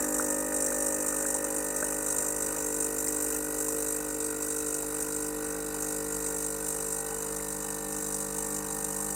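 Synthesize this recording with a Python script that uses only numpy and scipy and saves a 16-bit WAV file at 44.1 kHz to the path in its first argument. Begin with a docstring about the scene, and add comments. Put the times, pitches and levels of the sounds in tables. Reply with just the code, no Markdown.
"""Vibrating pump of an espresso machine

The pump makes one piston stroke per mains cycle, heard close under the brew head. Its casing hums as a
harmonic series on the stroke rate, with chance pushes ringing the panels through resonant modes.
A loose metal part rattles after each blow as shaped noise bursts, coffee drips into a glass cup as
decaying bubble tones, and filtered noise gives the room and the trickle."""
import sys
import numpy as np
from scipy import signal
from scipy.fft import rfft, irfft, next_fast_len
from scipy.io import wavfile
from scipy.ndimage import uniform_filter1d, map_coordinates

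SR = 44100
rng = np.random.default_rng(int(sys.argv[2]) if len(sys.argv) > 2 else 0)


def decibels_to_gain(level_db):
    """Convert a level in decibels to a linear amplitude gain (20 dB per decade)."""
    exponent = np.asarray(level_db, float) / 20
    return 10 ** exponent


def store_pcm(level_fs):
    """Save levels as 16-bit WAV."""
    pcm = np.round(np.clip(level_fs, -1, 1) * 32767).astype(np.int16)
    wavfile.write(sys.argv[1], SR, np.atleast_2d(pcm).T)


N = 403515  # length in samples

# Mains frequency, which sets the stroke rate. Each row: time in seconds, frequency in Hz.
MAINS = [(0, 49.998), (5.8, 49.998), (7, 49.989), (9.2, 49.988)]
# Spectrum of the casing hum at three stages as the pressure settles: early, midway and late.
# Each row: multiple of the stroke rate, level in dB relative to the hum level.
EARLY_ORDERS = [(1, -13), (2, -22.5), (3, -18.5), (4, -10.5), (5, -1.5), (6, 1), (7, -8.5), (8, -7.5),
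                (9, -5), (10, -1), (11, 1.5), (12, 0), (13, -27), (14, -20.5), (15, -17.5), (16, -9),
                (17, -11.5), (18, -11), (19, -9.5), (20, -15.5), (21, -22), (22, -36), (23, -15.5),
                (24, -15), (25, -9), (26, -42), (27, -44), (28, -19), (29, -23), (30, -15.5), (31, -24),
                (32, -16), (33, -11), (34, -10), (35, -23), (36, -4.5), (37, -15), (38, -14), (39, -19),
                (40, -38), (41, -31), (42, -58), (43, -30), (44, -54), (45, -37)]
MIDWAY_ORDERS = [(1, -12), (2, -20), (3, -14), (4, -16.5), (5, -13.5), (6, -1), (7, -13), (8, -10), (9, 2),
                 (10, -11), (11, -9.5), (12, -17.5), (13, -27), (14, -16), (15, -25.5), (16, -18),
                 (17, -37.5), (18, -20.5), (19, -17), (20, -16.5), (21, -20), (22, -30), (23, -22),
                 (24, -39), (25, -22), (26, -29), (27, -15), (28, -12), (29, -15), (30, -13), (31, -25),
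                 (32, -39), (33, -60), (34, -58), (35, -37), (36, -23.5), (37, -27), (38, -16.5), (39, -18),
                 (40, -43), (41, -27.5), (42, -44), (43, -30), (44, -39), (45, -27.5)]
LATE_ORDERS = [(1, -7), (2, -16.5), (3, -6.5), (4, -0.5), (5, -11.5), (6, -3.5), (7, -14), (8, -11), (9, 1),
               (10, -7), (11, -5), (12, -11.5), (13, -31.5), (14, -15), (15, -13.5), (16, -6.5),
               (17, -22.5), (18, -9.5), (19, -10.5), (20, -11), (21, -14), (22, -19), (23, -9.5), (24, -18),
               (25, -13), (26, -44), (27, -22), (28, -16), (29, -25), (30, -15.5), (31, -18), (32, -15.5),
               (33, -30), (34, -34), (35, -24), (36, -8), (37, -17.5), (38, -16.5), (39, -26), (40, -30),
               (41, -27), (42, -32), (43, -30.5), (44, -42), (45, -23.5)]
# Course of the hum. Each row: time in seconds, hum level in dB,
# settling (0 early, 1 midway, 2 late), extra level of the deep drone near 300 Hz in dB.
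HUM_COURSE = [(0, -41, 0.16, 2.5), (.8, -41.5, 0.2, -0.5), (1.5, -41.5, 0.31, -2), (2.2, -40.5, 0.47, -5),
              (3, -41, 0.71, 1), (4.3, -41.5, 0.87, -0.2), (5.2, -43, 1.3, 3.1), (6, -42, 1.37, 1.8),
              (7, -43.5, 1.49, -4), (8, -45, 1.82, 3), (9.15, -45.5, 1.93, 2)]
# Slow course of the rattle's middle band, before lulls. Each row: time in seconds, level in dB.
RATTLE_COURSE = [(0, -33), (2.8, -32.5), (3.9, -33.5), (5.2, -35), (6, -35), (6.9, -33), (8, -35.5),
                 (9.15, -34.5)]
# Strokes that slam harder. Each row: time in seconds, nominal peak in dB before the travel limit.
SLAMS = [(0.1431, -19), (0.183, -16), (0.3032, -20), (0.5641, -17), (0.623, -18.5), (0.6634, -13.5),
         (0.7432, -21), (0.824, -19.5), (0.8634, -19), (1.0031, -20), (1.063, -20), (1.0829, -18.5),
         (1.1633, -22.5), (1.263, -17), (1.3034, -18), (1.3433, -15.5), (1.4431, -19), (1.5833, -22.5),
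         (1.7634, -17), (2.0632, -20), (2.0852, -21), (2.1041, -16), (2.1839, -14.5), (2.4234, -19),
         (2.4628, -18), (2.6633, -21), (2.804, -18.5), (2.9841, -20), (3.0844, -18), (3.2231, -21),
         (3.683, -18), (4.2033, -18.5), (4.2443, -23), (4.4243, -19.5), (4.5042, -17.5), (4.7431, -17),
         (5.7438, -23), (5.8232, -21.5), (6.2642, -16.5), (6.9227, -19), (7.3637, -23), (7.5233, -25),
         (7.7433, -25), (8.1439, -21), (8.2043, -21), (8.3833, -22), (8.8443, -17.5), (9.0024, -23)]
# Modes of the rattling part. Each row: centre in Hz, width in Hz, gain over the broad colour in dB.
PART_MODES = [(3920, 370, -9.5), (4690, 71, -5.5), (5730, 58, -4.5), (6070, 64, 2.5), (6544, 72, 6),
              (6990, 45, 3), (7296, 220, 1.5), (7570, 88, -2), (8090, 35, 4), (8150, 64, -7),
              (8300, 39, -14.5), (8810, 115, -3), (8890, 44, -3.5), (10760, 160, -8), (11480, 180, -8),
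              (13200, 73, -16), (13500, 90, -7), (15200, 150, -6)]
# Broad colour of the rattle. Each row: frequency in Hz, relative density in dB per Hz.
SIZZLE = [(3300, -32), (3900, -18.5), (4400, -25), (4700, -20), (5400, -16.5), (5800, -9.5), (6900, -9),
          (7350, -3), (8800, .5), (9300, -3.5), (9600, -11), (13500, -14), (15000, -15.5), (15800, -20)]
# Rattle strength within one stroke. Each row: share of the cycle, relative level in dB.
STROKE_SHAPE = [(0, -15.5), (.1, -14), (.12, -5), (.2, -1.6), (.45, -3), (.6, -7), (.78, -10.5),
                (.88, -14.5), (1, -15)]
# Drops into the cup. Each row: start in seconds, nominal peak in dB, nominal pitch in Hz,
# time to decay by 60 dB in seconds.
DROPS = [(.197, -19, 1360, 0.012), (0.521, -32, 1780, 0.012), (.72, -31, 1500, .015),
         (1.253, -27.5, 1500, 0.013), (1.35, -34, 850, 0.038), (1.826, -22, 1420, 0.012),
         (1.83, -31, 1530, 0.021), (1.829, -26.5, 516, 0.028), (2.2, -35, 500, .04),
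         (3.073, -34, 1960, 0.011), (3.074, -35, 5100, 0.016), (3.683, -34, 958, 0.021),
         (4.832, -37, 830, 0.022), (4.92, -37, 1950, 0.01), (6.264, -34, 2120, 0.006),
         (6.951, -42, 800, .04), (7.399, -38, 1990, 0.013), (8.383, -38, 825, 0.029),
         (8.77, -40, 1700, .015), (9.0, -37, 1010, 0.018)]
# Casing panels. Each row: centre in Hz, width in Hz, moment of the blow as a share of the cycle,
# then relative level early, midway and late in dB.
PANELS = [(180, 49, .215, -20, -15, -7), (297.5, 46, .795, -2, -6.5, -4), (450, 126, .5, -5, -3.5, -7.5),
          (528.8, 92, .795, 1, -11.5, -12), (820, 60, .075, -12, -7.5, -2),
          (966, 137, .255, -2, -10.5, -3.5), (1230, 95, .24, -3, -9.5, -5.5),
          (1488, 133, .51, -5.5, -2.5, -5), (1832, 164, .035, -3, -12, -7.5),
          (2424, 99, .415, -12, -17, -21), (2608, 105, .315, -19, -12, -13),
          (2952, 74, .31, -18, -18, -9.5)]
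# Room and trickle noise. Each row: frequency in Hz, relative density in dB per Hz.
ROOM_COLOUR = [(22, -15), (40, -3), (62, -1), (88, -7), (120, -12), (200, -19), (450, -30), (660, -18),
               (1000, -10), (1650, -13.5), (1900, -13), (2150, -17), (2700, -19), (3200, -23), (4500, -46)]
# Spells when the loose part sits tighter. Each row: start in seconds, length in seconds,
# drop of the middle band in dB.
LULLS = [(0.412, .12, 2.5), (1.384, 0.27, 2), (1.67, 0.084, 3.5), (1.87, 0.2, 1), (2.306, 0.39, 2),
         (2.883, 0.11, 3), (3.38, 0.19, 3.5), (3.976, 0.45, 3), (4.812, .17, 1), (5.297, .13, 4),
         (5.537, 0.25, 5.5), (5.98, 0.13, 3), (6.516, 0.14, 4.5), (6.76, 0.11, 2.5), (7.0, 0.89, 4),
         (8.258, .1, 3.5), (8.6, 0.11, 2.5)]
# Outer bands of the rattle. Each holds: mean level in dB, share of the middle band's slow changes
# that it follows, gain in dB as the pressure settles from early to midway.
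TREBLE = (-42, 0.56, -.5)
LOW_EDGE = (-56, 0.14, 4.6)
# A spell of brighter treble. It holds: start in seconds, length in seconds, centre in Hz,
# width in Hz, gain in dB.
BRIGHT = (2.9, 1.08, 13500, 500, -4)
# Small chance drips. It holds: nominal peak in dB, its scatter in dB, middle pitch in Hz,
# scatter of the pitch's natural logarithm, time to decay by 60 dB in seconds.
DRIPS = (-46, 2, 1000, .25, .02)


def hum(cycles):
    """Fourier series of a periodic force: like strokes sound as steady orders, each wavering a little."""
    waver_db, phase_scatter, sway = 1.2, 0.085, 0.31  # phases in radians
    thin_db = -13.5  # orders above the tables ring only near a panel, this far under it
    level_db, settling, drone_db = curves(HUM_COURSE)
    nominal_hz = MAINS[0][1]
    orders = np.array(EARLY_ORDERS)[:, 0]
    stages = np.array([EARLY_ORDERS, MIDWAY_ORDERS, LATE_ORDERS])[:, :, 1]
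    thin = np.arange(len(orders) + 1, 61)
    near = sum(decibels_to_gain(midway_db) * np.abs(resonance(thin * nominal_hz, hz, width)) ** 2
               for hz, width, _, _, midway_db, _ in PANELS)
    thin_levels = thin_db + 20 * np.log10(near)
    orders = np.r_[orders, thin]
    stages = np.c_[stages, np.tile(thin_levels, (3, 1))]
    # an order starts when the panels near it are struck
    struck = sum(resonance(orders * nominal_hz, hz, width) * np.exp(-2j * np.pi * orders * moment)
                 for hz, width, moment, *_ in PANELS)
    phases = np.angle(struck) + phase_scatter * rng.standard_normal(len(orders))
    out = np.zeros(N)
    for order, levels, phase in zip(orders, stages.T, phases):
        loose = min(order / 8, 1.6)  # high orders are less steady
        order_db = np.interp(settling, [0, 1, 2], levels)
        order_db += waver_db * loose * wobble(9)
        order_db += drone_db * np.exp(-(order - 5.8) ** 2 / 2)
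        angle = 2 * np.pi * order * cycles + phase + sway * loose * wobble(14)
        out += decibels_to_gain(order_db) * np.cos(angle)
    return np.sqrt(2) * decibels_to_gain(level_db) * out


def stroke_force(cycles, level_db):
    """Impact strength in dB varies by chance from stroke to stroke, with harder slams at given times."""
    scatter_db, crest_db, jolt = 1.92, 10, 0.41
    travel_db = 5.5  # the part's free travel limits how hard it can hit
    since = cycles - STROKE_SHAPE[1][0]
    stroke = np.floor(since).astype(int) + 1
    size_db = scatter_db * rng.standard_normal(stroke[-1] + 1) - 2.0
    for s, peak_db in SLAMS:
        over_db = peak_db - crest_db - level_db[round(s * SR)]
        size_db[stroke[round((s + .003) * SR)]] = min(over_db, travel_db)
    # a hard stroke is stronger most of all at its start
    return size_db[stroke] * (0.49 + jolt * np.exp(-(since % 1 / 0.19) ** 2))


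def contact_noise(cycles):
    """Many tiny contacts add up to noise, of which a part repeats from stroke to stroke."""
    repeat, grit_db = 0.19, 0.6  # repeat: share of the power
    length = SR // 50
    pattern = rng.standard_normal((12, length)) * decibels_to_gain(grit_db * rng.standard_normal(length))
    # the repeated pattern drifts slowly through twelve versions
    version = np.linspace(0, len(pattern) - 1, N)
    same = map_coordinates(pattern, [version, np.floor(cycles % 1 * length)], order=1)
    fresh = rng.standard_normal(N) * decibels_to_gain(grit_db * wobble(900))
    contacts = np.sqrt(repeat) * unit(same) + np.sqrt(1 - repeat) * unit(fresh)
    # each stroke excites a slightly different mix of modes
    return patchy(contacts, 1.7)


def rattle(cycles):
    """Impact excitation of modes: each blow sets off a burst of contacts that the loose part colours."""
    treble_share, low_share = 0.35, 0.72  # how far the outer bands follow the force of the stroke
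    settled = np.clip(curves(HUM_COURSE)[1], 0, 1)
    level_db = curves(RATTLE_COURSE)[0]
    level_db = level_db - sum(db * spell(s, length) for s, length, db in LULLS)

    def outer_level(mean_db, share, gain_db):
        """Level of a band that follows the middle band and the settling only in part."""
        slow_db = share * (level_db - level_db.mean())
        return mean_db + slow_db + gain_db * (settled - settled.mean())

    def body(f):
        """Spectral envelope: modes added to a broad colour."""
        modes = sum(decibels_to_gain(db) * resonance(f, hz, width) for hz, width, db in PART_MODES)
        return colour(SIZZLE)(f) * (1 + modes)

    force_db = stroke_force(cycles, level_db)
    contacts = contact_noise(cycles)
    burst_db = np.interp(cycles % 1, *np.transpose(STROKE_SHAPE))
    middle_hits = contacts * decibels_to_gain(burst_db + force_db)
    treble_hits = contacts * decibels_to_gain(burst_db + treble_share * force_db)
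    low_hits = contacts * decibels_to_gain(low_share * (burst_db + force_db))
    middle = filtered(middle_hits, lambda f: body(f) * (f > 5300) * (f < 9500))
    treble = unit(filtered(treble_hits, lambda f: body(f) * (f >= 9500)))
    low = filtered(low_hits, lambda f: body(f) * (f > 3300) * (f <= 5300))
    start, span, hz, width, db = BRIGHT
    brighter = filtered(treble, lambda f: resonance(f, hz, width) + 0.19)
    treble = treble + spell(start, span) * decibels_to_gain(db) * brighter
    out = decibels_to_gain(level_db) * unit(middle)
    out += decibels_to_gain(outer_level(*TREBLE)) * treble
    return out + decibels_to_gain(outer_level(*LOW_EDGE)) * unit(low)


def shake(cycles):
    """Impulse response of the panels: each gets a few chance pushes per stroke and rings them out."""
    over_hum_db, surge_db = -6, 2.2
    spread = .14  # scatter of the pushes as a share of the cycle
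    hum_db, settling, _ = curves(HUM_COURSE)
    starts = np.searchsorted(cycles, np.arange(int(cycles[-1])))
    out = np.zeros(N)
    for hz, width, moment, *levels in PANELS:
        size, late = rng.standard_normal((2, len(starts), 4))
        delay = (moment + spread * late) * SR / MAINS[0][1]
        at = np.clip(starts[:, None] + delay, 0, N - 1).astype(int)
        pushes = np.bincount(at.ravel(), size.ravel(), N)
        ring = filtered(pushes, lambda f: resonance(f, hz, width) * resonance(f, hz, 3 * width))
        out += decibels_to_gain(np.interp(settling, [0, 1, 2], levels)) * unit(ring)
    return decibels_to_gain(hum_db + over_hum_db + surge_db * wobble(9)) * unit(out)


def drops():
    """Bubble resonance: each drop traps a bubble that rings briefly, its pitch climbing at first."""
    rise, drip_count = 0.092, 60
    out, t = np.zeros(N + SR), np.arange(SR // 10) / SR
    peak_db, scatter_db, middle_hz, spread, life = DRIPS
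    chance = np.c_[rng.random(drip_count), rng.standard_normal((drip_count, 2))]
    drips = [(u * N / SR, peak_db + scatter_db * a, middle_hz * np.exp(spread * b), life)
             for u, a, b in chance]
    bend = 1 - rise + rise * t / 0.0028 * np.exp(-t / .02)
    attack = 1 - np.exp(-t / 0.00044)
    for s, db, hz, t60 in DROPS + drips:
        tone = np.sin(2 * np.pi * hz * t * bend)
        # 5 dB make up for the decay during the attack
        out[round(s * SR):][:len(t)] += decibels_to_gain(db + 5 - 60 * t / t60) * attack * tone
    return out[:N]


def room():
    """Broadband noise: the kitchen with the soft trickle of the stream, its level wavering slightly."""
    noise = filtered(rng.standard_normal(N), colour(ROOM_COLOUR))
    return decibels_to_gain(-57 + 1.8 * wobble(4)) * unit(noise)


def resonance(f, hz, width):
    """Damped oscillator: causal response of one mode, 1 at its centre."""
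    return 1j * f * width / (hz * hz - f * f + 1j * f * width)


def patchy(x, depth_db):
    """Short-time spectral modulation: chance gains over patches of time and pitch."""
    z = signal.stft(x, nperseg=256)[2]
    field = uniform_filter1d(rng.standard_normal(z.shape), size=4, axis=0)
    field = uniform_filter1d(field, size=8, axis=1)
    return signal.istft(z * decibels_to_gain(depth_db * unit(field)), nperseg=256)[1][:N]


def spell(start, length):
    """Gating window: 1 during a span of time, 0 outside, with edges of 30 ms."""
    t = np.arange(N) / SR
    return np.clip(np.minimum(t - start, start + length - t) / .03 + .5, 0, 1)


def unit(x):
    """Normalisation to an rms value of 1."""
    return x / np.sqrt(np.mean(x ** 2) + 1e-20)


def curves(rows):
    """Linear interpolation: one value per sample for each column after the time."""
    s, *cols = np.transpose(rows)
    return [np.interp(np.arange(N) / SR, s, c) for c in cols]


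def filtered(x, response):
    """Convolution theorem: the spectrum of x times a complex response of frequency."""
    m = next_fast_len(N + 8192)
    return irfft(rfft(x, m) * response(np.fft.rfftfreq(m, 1 / SR)), m)[:N]


def colour(points):
    """Spectral envelope: gain through (Hz, dB) points on a logarithmic frequency axis."""
    f, db = np.transpose(points)
    return lambda hz: decibels_to_gain(np.interp(np.log(hz + 1), np.log(f + 1), db))


def wobble(rate):
    """Slow random modulation: straight lines between chance values, rate of them a second."""
    knots = int(N * rate / SR) + 2
    return np.interp(np.arange(N), np.arange(knots) * SR / rate, rng.standard_normal(knots))


def scene():
    """Superposition of the sources: all parts of the pump keep time with the mains."""
    cycles = np.cumsum(curves(MAINS)[0]) / SR
    return (hum(cycles) + rattle(cycles) + shake(cycles) + drops() + room())[None]


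def top_cut(x):
    """Nothing passes above the cut-off."""
    return signal.sosfilt(signal.butter(12, 15890, fs=SR, output="sos"), x)


def record(dry):
    """Linear filtering: the housing dulls one narrow band, and nothing passes above the band limit."""
    housing = filtered(dry[0], lambda f: 1 - 0.74 * resonance(f, 3230, 300))
    limited = filtered(housing, lambda f: f < 15850)
    return top_cut(limited[None])


dry = scene()
out = record(dry)
store_pcm(out)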